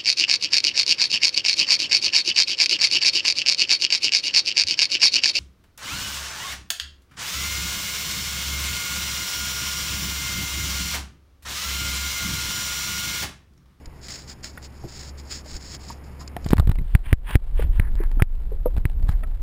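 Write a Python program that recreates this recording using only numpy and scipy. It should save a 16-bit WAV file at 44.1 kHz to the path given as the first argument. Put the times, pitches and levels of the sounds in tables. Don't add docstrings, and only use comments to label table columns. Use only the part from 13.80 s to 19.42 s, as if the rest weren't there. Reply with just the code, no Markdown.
import sys
import numpy as np
from scipy import signal
from scipy.fft import rfft, irfft
from scipy.io import wavfile
from scipy.ndimage import uniform_filter1d, minimum_filter1d

SR = 44100
rng = np.random.default_rng(int(sys.argv[2]) if len(sys.argv) > 2 else 0)


def digitize_waveform(pressure):
    field = np.atleast_2d(pressure).T
    bounded = np.clip(field, -1, 1)
    quanta = np.round(bounded * 32767).astype(np.int16)
    wavfile.write(sys.argv[1], SR, quanta)


N = 247842
TIME = np.arange(N) / SR
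UNDER_S = 2.73

# (frequency [Hz], relative level [dB per Hz])
AIR_SPECTRUM = [(20, -7), (45, -7.5), (90, -9), (132, -5.5), (190, -11.5), (350, -16), (600, -22.5),
                (900, -23), (1500, -29), (2200, -30), (2900, -36.5), (5800, -55.5)]
AIR_START_DB, AIR_RISE_DB_PER_S = -46, 1.0
# (time [s], level [dB])
HUM_LEVEL = [(0.0, -50), (0.57, -54), (0.99, -46), (1.13, -51), (1.32, -42.5), (1.64, -49), (2.6, -44)]
HUM_HZ = 69.2

# (start [s], end [s], mid-stroke level [dB], swell from start to end [dB])
RUB_STROKES = [(0.209, 0.273, -42, 8), (0.28, 0.449, -36.5, -16), (0.459, 0.52, -41.5, 12),
               (0.626, 0.697, -35, -4), (0.683, 0.817, -53, -3), (0.809, 0.855, -40.5, 11),
               (0.913, 1.106, -55, 9), (1.069, 1.294, -39, 7), (1.37, 1.417, -41.5, -10),
               (1.42, 1.5, -47, 8), (1.492, 1.605, -35, -8.5), (1.632, 1.768, -39.5, 10.5),
               (1.788, 1.951, -39.5, 17), (1.989, 2.125, -41.5, -4), (2.226, 2.267, -52.5, 0),
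               (2.389, 2.424, -44, -5), (2.56, 2.71, -56, 23)]
# (frequency [Hz], relative level [dB])
RUB_SPECTRUM = [(300, -5), (900, -13), (1400, -7.5), (2100, -4.5), (2900, -9.5), (3800, -5.5), (4400, 0),
                (4950, 5.5), (5400, 5.5), (5900, -4.5)]
RUB_ATTACK_S, RUB_RELEASE_S, RESTING_DB = 0.02, 0.032, -64
RUB_ARCH_DB, RUB_WAVER_DB = 3, 2
# (time [s], level [dB])
FINGER_CATCHES = [(0.057, -25.5), (0.2835, -16.5), (0.642, -13), (2.476, -20.5), (2.644, -23), (2.687, -19),
                  (2.706, -21)]

# (time [s], push [dB], rise [s], hold [s], suction beforehand [share of push], click [dB])
CASE_KNOCKS = [ (0.065, -25.5, 0.0039, 0.013, 0.075, -70), (1.749, -23, 0.0032, 0.0098, 0.46, -70),
               (2.6627, -1.5, 0.0014, 0.0004, 0, -17.5), (2.7334, 6.5, 0.00011, 0.00091, 0.67, -19),
               (2.7864, -9.5, 0.00078, 0.0026, 0.76, -17), (2.798, -1.5, 0.0011, 0.0046, 0, -19),
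               (2.8747, -9, 0.00059, .0033, 0.23, -31), (2.8937, -2.5, 0.00083, 0.0037, 0, -42),
               (2.9146, -14.5, 0.00052, 0.0054, 0.42, -23), (2.987, -12.5, 0.00081, 0.0098, 0.35, -53),
               (3.1512, 6, .0012, .0037, 0.22, 1.5), (3.329, 9.5, 0.00049, 0.0052, 0.05, 10),
               (3.555, 7, 0.00045, 0.00506, 0.056, 5.5), (3.998, -5.5, 0.00083, 0.0036, 0.48, -5.5),
               (4.422, 12, 0.0004, 0.0039, 0.045, 14.5), (4.974, -8.5, 0.0019, 0.0068, 1, -34),
               (5.054, -5, 0.00065, .0044, 0, -8.5), (5.291, -3.5, 0.0036, 0.0036, 0, -50)]
# (multiple of the click pitch, relative level [dB], t60 [s])
CASE_MODES = [(.78, 13.5, 0.00076), (1, 7, 0.0016), (1.25, -69, 0.0017)]
SUCTION_S, SUCTION_PER_RISE, SUCTION_WIDTH = 0.00057, 4.96, 0.8
CLICK_SURFACE_HZ, CLICK_DEEP_HZ, SINK_S = 1120, 1933, 0.16

# (time [s], level [dB], pitch [Hz], t60 [s], splash re the ring's reference level [dB])
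HULL_PLOPS = [ (0.775, -27.5, 1464, 0.02, -4.5), (0.777, -32, 1890, 0.028, -10),
              (1.037, -34.5, 750, 0.033, -5), (1.040, -35, 122, 0.14, -2), (1.042, -29, 338, 0.093, 0.5),
              (1.655, -40, 607, 0.058, 3.5), (2.101, -27, 930, 0.041, -4), (2.409, -45, 1024, 0.11, 3.5),
              (2.565, -21.5, 703, 0.035, -12), (2.7318, -9.5, 315, 0.02, -1.5),
              (2.783, -18.5, 1110, 0.015, -8), (2.798, -24.5, 1224, 0.025, -15),
              (2.825, -32.5, 656, 0.024, 1), (2.986, -29.5, 2100, 0.015, -20),
              (3.011, -25.5, 142, 0.088, -17), (3.7938, -18, 472, 0.032, -5), (4.202, -28, 323, 0.075, 3.5),
              (4.371, -29.5, 263, .056, -7), (4.396, -28, 698, 0.028, 4), (4.398, -20.5, 1325, 0.026, -3),
              (4.717, -34, 432, 0.11, 0.5), (4.858, -12, 498, 0.059, -8.5), (5.430, -37.5, 629, 0.066, -12),
              (5.435, -34.5, 1295, 0.042, 0.5), (5.4346, -29, 1880, 0.02, -3)]
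# (multiple of the pitch, level [dB])
POCKET_MODES = [(1.002, 2.5), (1.158, -5.5), (1.85, -12), (2.4, -16)]
POCKET_DAMPING = 0.59
# (multiple of the pitch, relative level [dB])
SPLASH_SPECTRUM = [(.2, 9), (.6, -1), (.9, 2), (1.3, 3.5), (2.2, -39), (4, -32), (10, -37.5)]

# (time [s], level [dB])
CASE_CRACKLES = [(2.566, -21), (2.706, -19.5), (2.717, -24.5), (2.725, -22), (2.741, -35), (2.7685, -26),
                 (2.7815, -19), (2.7975, -16), (2.8725, -25.5), (2.896, -29.5), (2.916, -24), (2.956, -31),
                 (3.5075, -21), (3.824, -24.5), (4.154, -30), (4.236, -28), (4.315, -31), (4.966, -28.5),
                 (4.981, -29.5), (5.098, -35), (5.227, -36.5), (5.2895, -27)]
# (frequency [Hz], relative level [dB per Hz])
CRACKLE_SPECTRUM = [(150, 19), (450, -10), (700, 12), (1100, 3.5), (1700, 3.5), (2200, -1.5), (2800, -4),
                    (4000, -4), (5800, -14.5)]

# (time [s], level [dB])
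CURRENT_LEVEL = [(2.66, -23), (2.82, -17.5), (3.0, -21.5), (3.07, -25), (3.22, -28.5), (3.3, -25),
                 (3.42, -29.5), (3.66, -27), (3.79, -15), (4.07, -19), (4.4, -17), (4.65, -24.5),
                 (4.95, -20), (5.1, -24), (5.26, -16), (5.45, -21.5), (5.62, -24)]
# (frequency [Hz], relative level [dB])
EDDY_SPECTRUM = [(10, -12), (20, 1), (30, 6), (43, -0.5), (60, -9.5), (85, -18), (130, -27.5), (220, -38.5),
                 (500, -52), (1200, -68), (3000, -103), (5600, -79)]
EDDY_SWELL_DB = 0
# (frequency [Hz], relative level [dB])
FIZZ_SPECTRUM = [(60, 1), (200, -1.5), (450, -4.5), (900, -10.5), (1600, -16.5), (2800, -20.5), (4200, -24),
                 (5800, -31.5)]
FIZZ_DB, FIZZ_FOLLOWS = -49, 0.28
SURFACE_FIZZ_DB, SURFACE_FIZZ_S = 2, 1
TICKS_PER_S, TICKS_DB = 91, -59

# (peak [s], rise [s], fall [s], level [dB], upper edge [Hz])
WATER_SWISHES = [(3.14, 0.14, 0.026, -56.5, 3620), (3.301, 0.084, 0.04, -42.5, 3130),
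                 (3.54, .11, 0.034, -35, 3190), (3.819, 0.075, 0.052, -40, 3300),
                 (3.95, 0.041, 0.072, -48, 3350), (4.05, 0.13, 0.063, -46.5, 2120),
                 (4.225, 0.078, 0.051, -42, 2230), (5.294, 0.016, 0.057, -49, 4340),
                 (5.314, 0.056, 0.07, -45.5, 2150)]
# (frequency [Hz], relative level [dB per Hz])
SWISH_SPECTRUM = [(150, 9), (480, -5), (700, -2), (1000, 8), (1250, 0.5), (1700, 7.5), (2200, 3), (2900, 4),
                  (4000, 5.5), (5800, 22.5)]

HELD_HZ, EDGE_HZ = 12000, 15600


def gain_of(db):
    return 10 ** (np.asarray(db) / 20)


def evened(x):
    return x / np.sqrt(np.mean(x ** 2) + 1e-20)


def level(curve):
    return gain_of(np.interp(TIME, *np.transpose(curve)))


def colour(x, spectrum, unit=1):
    hz, db = np.transpose(spectrum)
    bins = np.fft.rfftfreq(len(x), 1 / SR)
    response_db = np.interp(np.log(bins + 1), np.log(hz * unit), db)
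    return evened(irfft(rfft(x) * gain_of(response_db) * (bins > 0), len(x)))


def noise(spectrum, size=N, unit=1):
    return colour(rng.standard_normal(size), spectrum, unit)


def wander(rate_hz):
    slow_bins = np.fft.rfftfreq(N, 1 / SR) < rate_hz
    return evened(irfft(rfft(rng.standard_normal(N)) * slow_bins, N))


def dying(t, t60, rise):
    return (1 - np.exp(-t / rise)) * np.exp(-np.log(1000) * t / t60)


def add(mix, s, sound):
    part = mix[max(round(s * SR), 0):][:len(sound)]
    part += sound[:len(part)]


def friction(spectrum, grain_db, judder_db):
    slips = rng.standard_normal(N)
    unevenness_db = grain_db * wander(rate_hz=910) + judder_db * wander(rate_hz=60)
    return colour(slips * gain_of(unevenness_db), spectrum)


def bursts(rows, spectrum, rise, t60):
    t, out = np.arange(4096) / SR, np.zeros(N)
    for s, db in rows:
        add(out, s, gain_of(db + 3) * dying(t, t60, rise) * noise(spectrum, size=len(t)))
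    return out


def open_air():
    hum_hz = HUM_HZ * (1 + 0.006 * wander(rate_hz=3))
    hum = np.sqrt(2) * np.sin(2 * np.pi * np.cumsum(hum_hz) / SR)
    wash = gain_of(AIR_START_DB + AIR_RISE_DB_PER_S * TIME) * noise(AIR_SPECTRUM)
    above = np.clip((UNDER_S - TIME) / 0.019, 0, 1)
    return above * (wash + gain_of(4.5) * level(HUM_LEVEL) * hum)


def grip():
    power = gain_of(RESTING_DB) ** 2
    for start, end, db, swell_db in RUB_STROKES:
        attack = np.clip((TIME - start) / RUB_ATTACK_S, 0, 1)
        release = np.clip(1 - (TIME - end) / RUB_RELEASE_S, 0, 1) ** 2
        progress = np.clip((TIME - start) / (end - start), 0, 1)
        arch_db = -RUB_ARCH_DB * (2 * progress - 1) ** 2
        stroke = attack * release * gain_of(db + swell_db * (progress - 0.5) + arch_db)
        power = power + stroke ** 2
    dry_case = np.clip((UNDER_S - TIME) / 0.033, 0, 1)
    waver = gain_of(0.85 + RUB_WAVER_DB * wander(rate_hz=6.6))
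    return dry_case * np.sqrt(power) * waver * friction(RUB_SPECTRUM, grain_db=1.5, judder_db=1.48)


def catches():
    return bursts(FINGER_CATCHES, RUB_SPECTRUM, rise=0.003, t60=0.015)


def case_click(after, s):
    depth_left = np.exp(-max(s - UNDER_S, 0) / SINK_S)
    click_hz = CLICK_DEEP_HZ + (CLICK_SURFACE_HZ - CLICK_DEEP_HZ) * depth_left
    ring = np.zeros(len(after))
    for ratio, db, t60 in CASE_MODES:
        envelope = gain_of(db - 60 * after / t60) * after ** 2
        ring += envelope * np.sin(2 * np.pi * click_hz * ratio * after)
    return ring / abs(ring).max()


def knocks(release=0.0012, leak_hz=28, rattle_db=-25):
    lead = 0.025
    t = np.arange(4096) / SR - lead
    after = np.maximum(t, 0)
    pushes, clicks = np.zeros(N), np.zeros(N)
    for s, push_db, rise, hold, suction, click_db in CASE_KNOCKS:
        squeeze = (1 + np.tanh(t / rise)) / 2 * (1 - np.tanh((t - hold) / release)) / 2
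        suction_lead = SUCTION_S + SUCTION_PER_RISE * rise
        draw = suction * np.exp(-((t / suction_lead + 1) / SUCTION_WIDTH) ** 2)
        add(pushes, s - lead, gain_of(push_db) * (squeeze - draw))
        click = gain_of(click_db - 8) * case_click(after, s)
        chatter = noise(CRACKLE_SPECTRUM, size=len(t)) * dying(after, t60=0.031, rise=0.0001)
        add(clicks, s - lead, click + gain_of(push_db + rattle_db) * chatter)
    leak = signal.butter(1, leak_hz, "highpass", fs=SR)
    return signal.lfilter(*leak, pushes) + clicks


def plops(glide_per_s=0.6, rise=0.0014):
    t, out = np.arange(8192) / SR, np.zeros(N)
    for s, db, hz, t60, splash_db in HULL_PLOPS:
        turns = hz * t * (1 + glide_per_s * t / 2)
        ring = np.zeros(len(t))
        for ratio, mode_db in POCKET_MODES:
            envelope = gain_of(mode_db) * dying(t, t60 / ratio ** POCKET_DAMPING, rise)
            ring += envelope * np.sin(2 * np.pi * ratio * turns)
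        splash_noise = noise(SPLASH_SPECTRUM, size=len(t), unit=hz)
        splash = gain_of(splash_db) * dying(t, t60, rise) * splash_noise
        add(out, s, gain_of(db) * (ring + splash))
    return out


def crackles():
    return bursts(CASE_CRACKLES, CRACKLE_SPECTRUM, rise=0.00026, t60=0.012)


def flow():
    current, eddies = level(CURRENT_LEVEL), noise(EDDY_SPECTRUM)
    eddies /= np.sqrt(uniform_filter1d(eddies ** 2, size=4000) + 1e-6)
    froth_db = SURFACE_FIZZ_DB * np.exp(-np.maximum(TIME - UNDER_S, 0) / SURFACE_FIZZ_S)
    fizz = gain_of(FIZZ_DB + froth_db) * current ** FIZZ_FOLLOWS * noise(FIZZ_SPECTRUM)
    fizz *= gain_of(1.8 * wander(rate_hz=45))
    touches = rng.random(N) < TICKS_PER_S / SR
    specks = touches * gain_of(5 * np.minimum(rng.exponential(1, N), 2))
    ticks = gain_of(TICKS_DB) * evened(np.sqrt(current) * colour(specks, CRACKLE_SPECTRUM))
    rumble = current * eddies * gain_of(EDDY_SWELL_DB * wander(rate_hz=3))
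    under = np.clip((TIME - UNDER_S) / 0.13 + 1, 0, 1)
    return under * (rumble + fizz + ticks)


def swishes():
    rush, out = friction(SWISH_SPECTRUM, grain_db=2.5, judder_db=3.0), np.zeros(N)
    for peak, rise, fall, db, edge_hz in WATER_SWISHES:
        ramp = np.interp(TIME, [peak - rise, peak, peak + fall], [0, 1, 0])
        swell = np.sin(np.pi / 2 * ramp) ** 2
        edge = signal.butter(8, edge_hz, fs=SR, output="sos")
        out += gain_of(db) * swell * evened(signal.sosfilt(edge, rush))
    return out


def limiter(x, ceiling_db=1.0, recover_db_per_s=125):
    peak_db = 20 * np.log10(-minimum_filter1d(-abs(x.mean(0)), size=260) + 1e-9)
    recovery = recover_db_per_s * TIME
    held_peak_db = np.maximum.accumulate(peak_db + recovery) - recovery
    over_db = np.maximum(held_peak_db - ceiling_db, 0)
    return x * gain_of(-uniform_filter1d(over_db, size=130))


def scene():
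    snaps = crackles() + catches()
    mono = snaps + open_air() + grip() + flow() + swishes() + knocks() + plops()
    return np.array([mono, mono])


def record(dry):
    slow = signal.resample_poly(limiter(dry), HELD_HZ, SR, axis=1, window=("kaiser", 5))
    steps = np.repeat(np.clip(slow, -1, 1), 4, axis=1)
    held = signal.resample_poly(steps, SR, 4 * HELD_HZ, axis=1)[:, :N]
    band_limit = signal.firwin(201, EDGE_HZ, window=("kaiser", 8), fs=SR)
    return signal.oaconvolve(held, band_limit[None], "same")


dry = scene()
out = record(dry)
digitize_waveform(out)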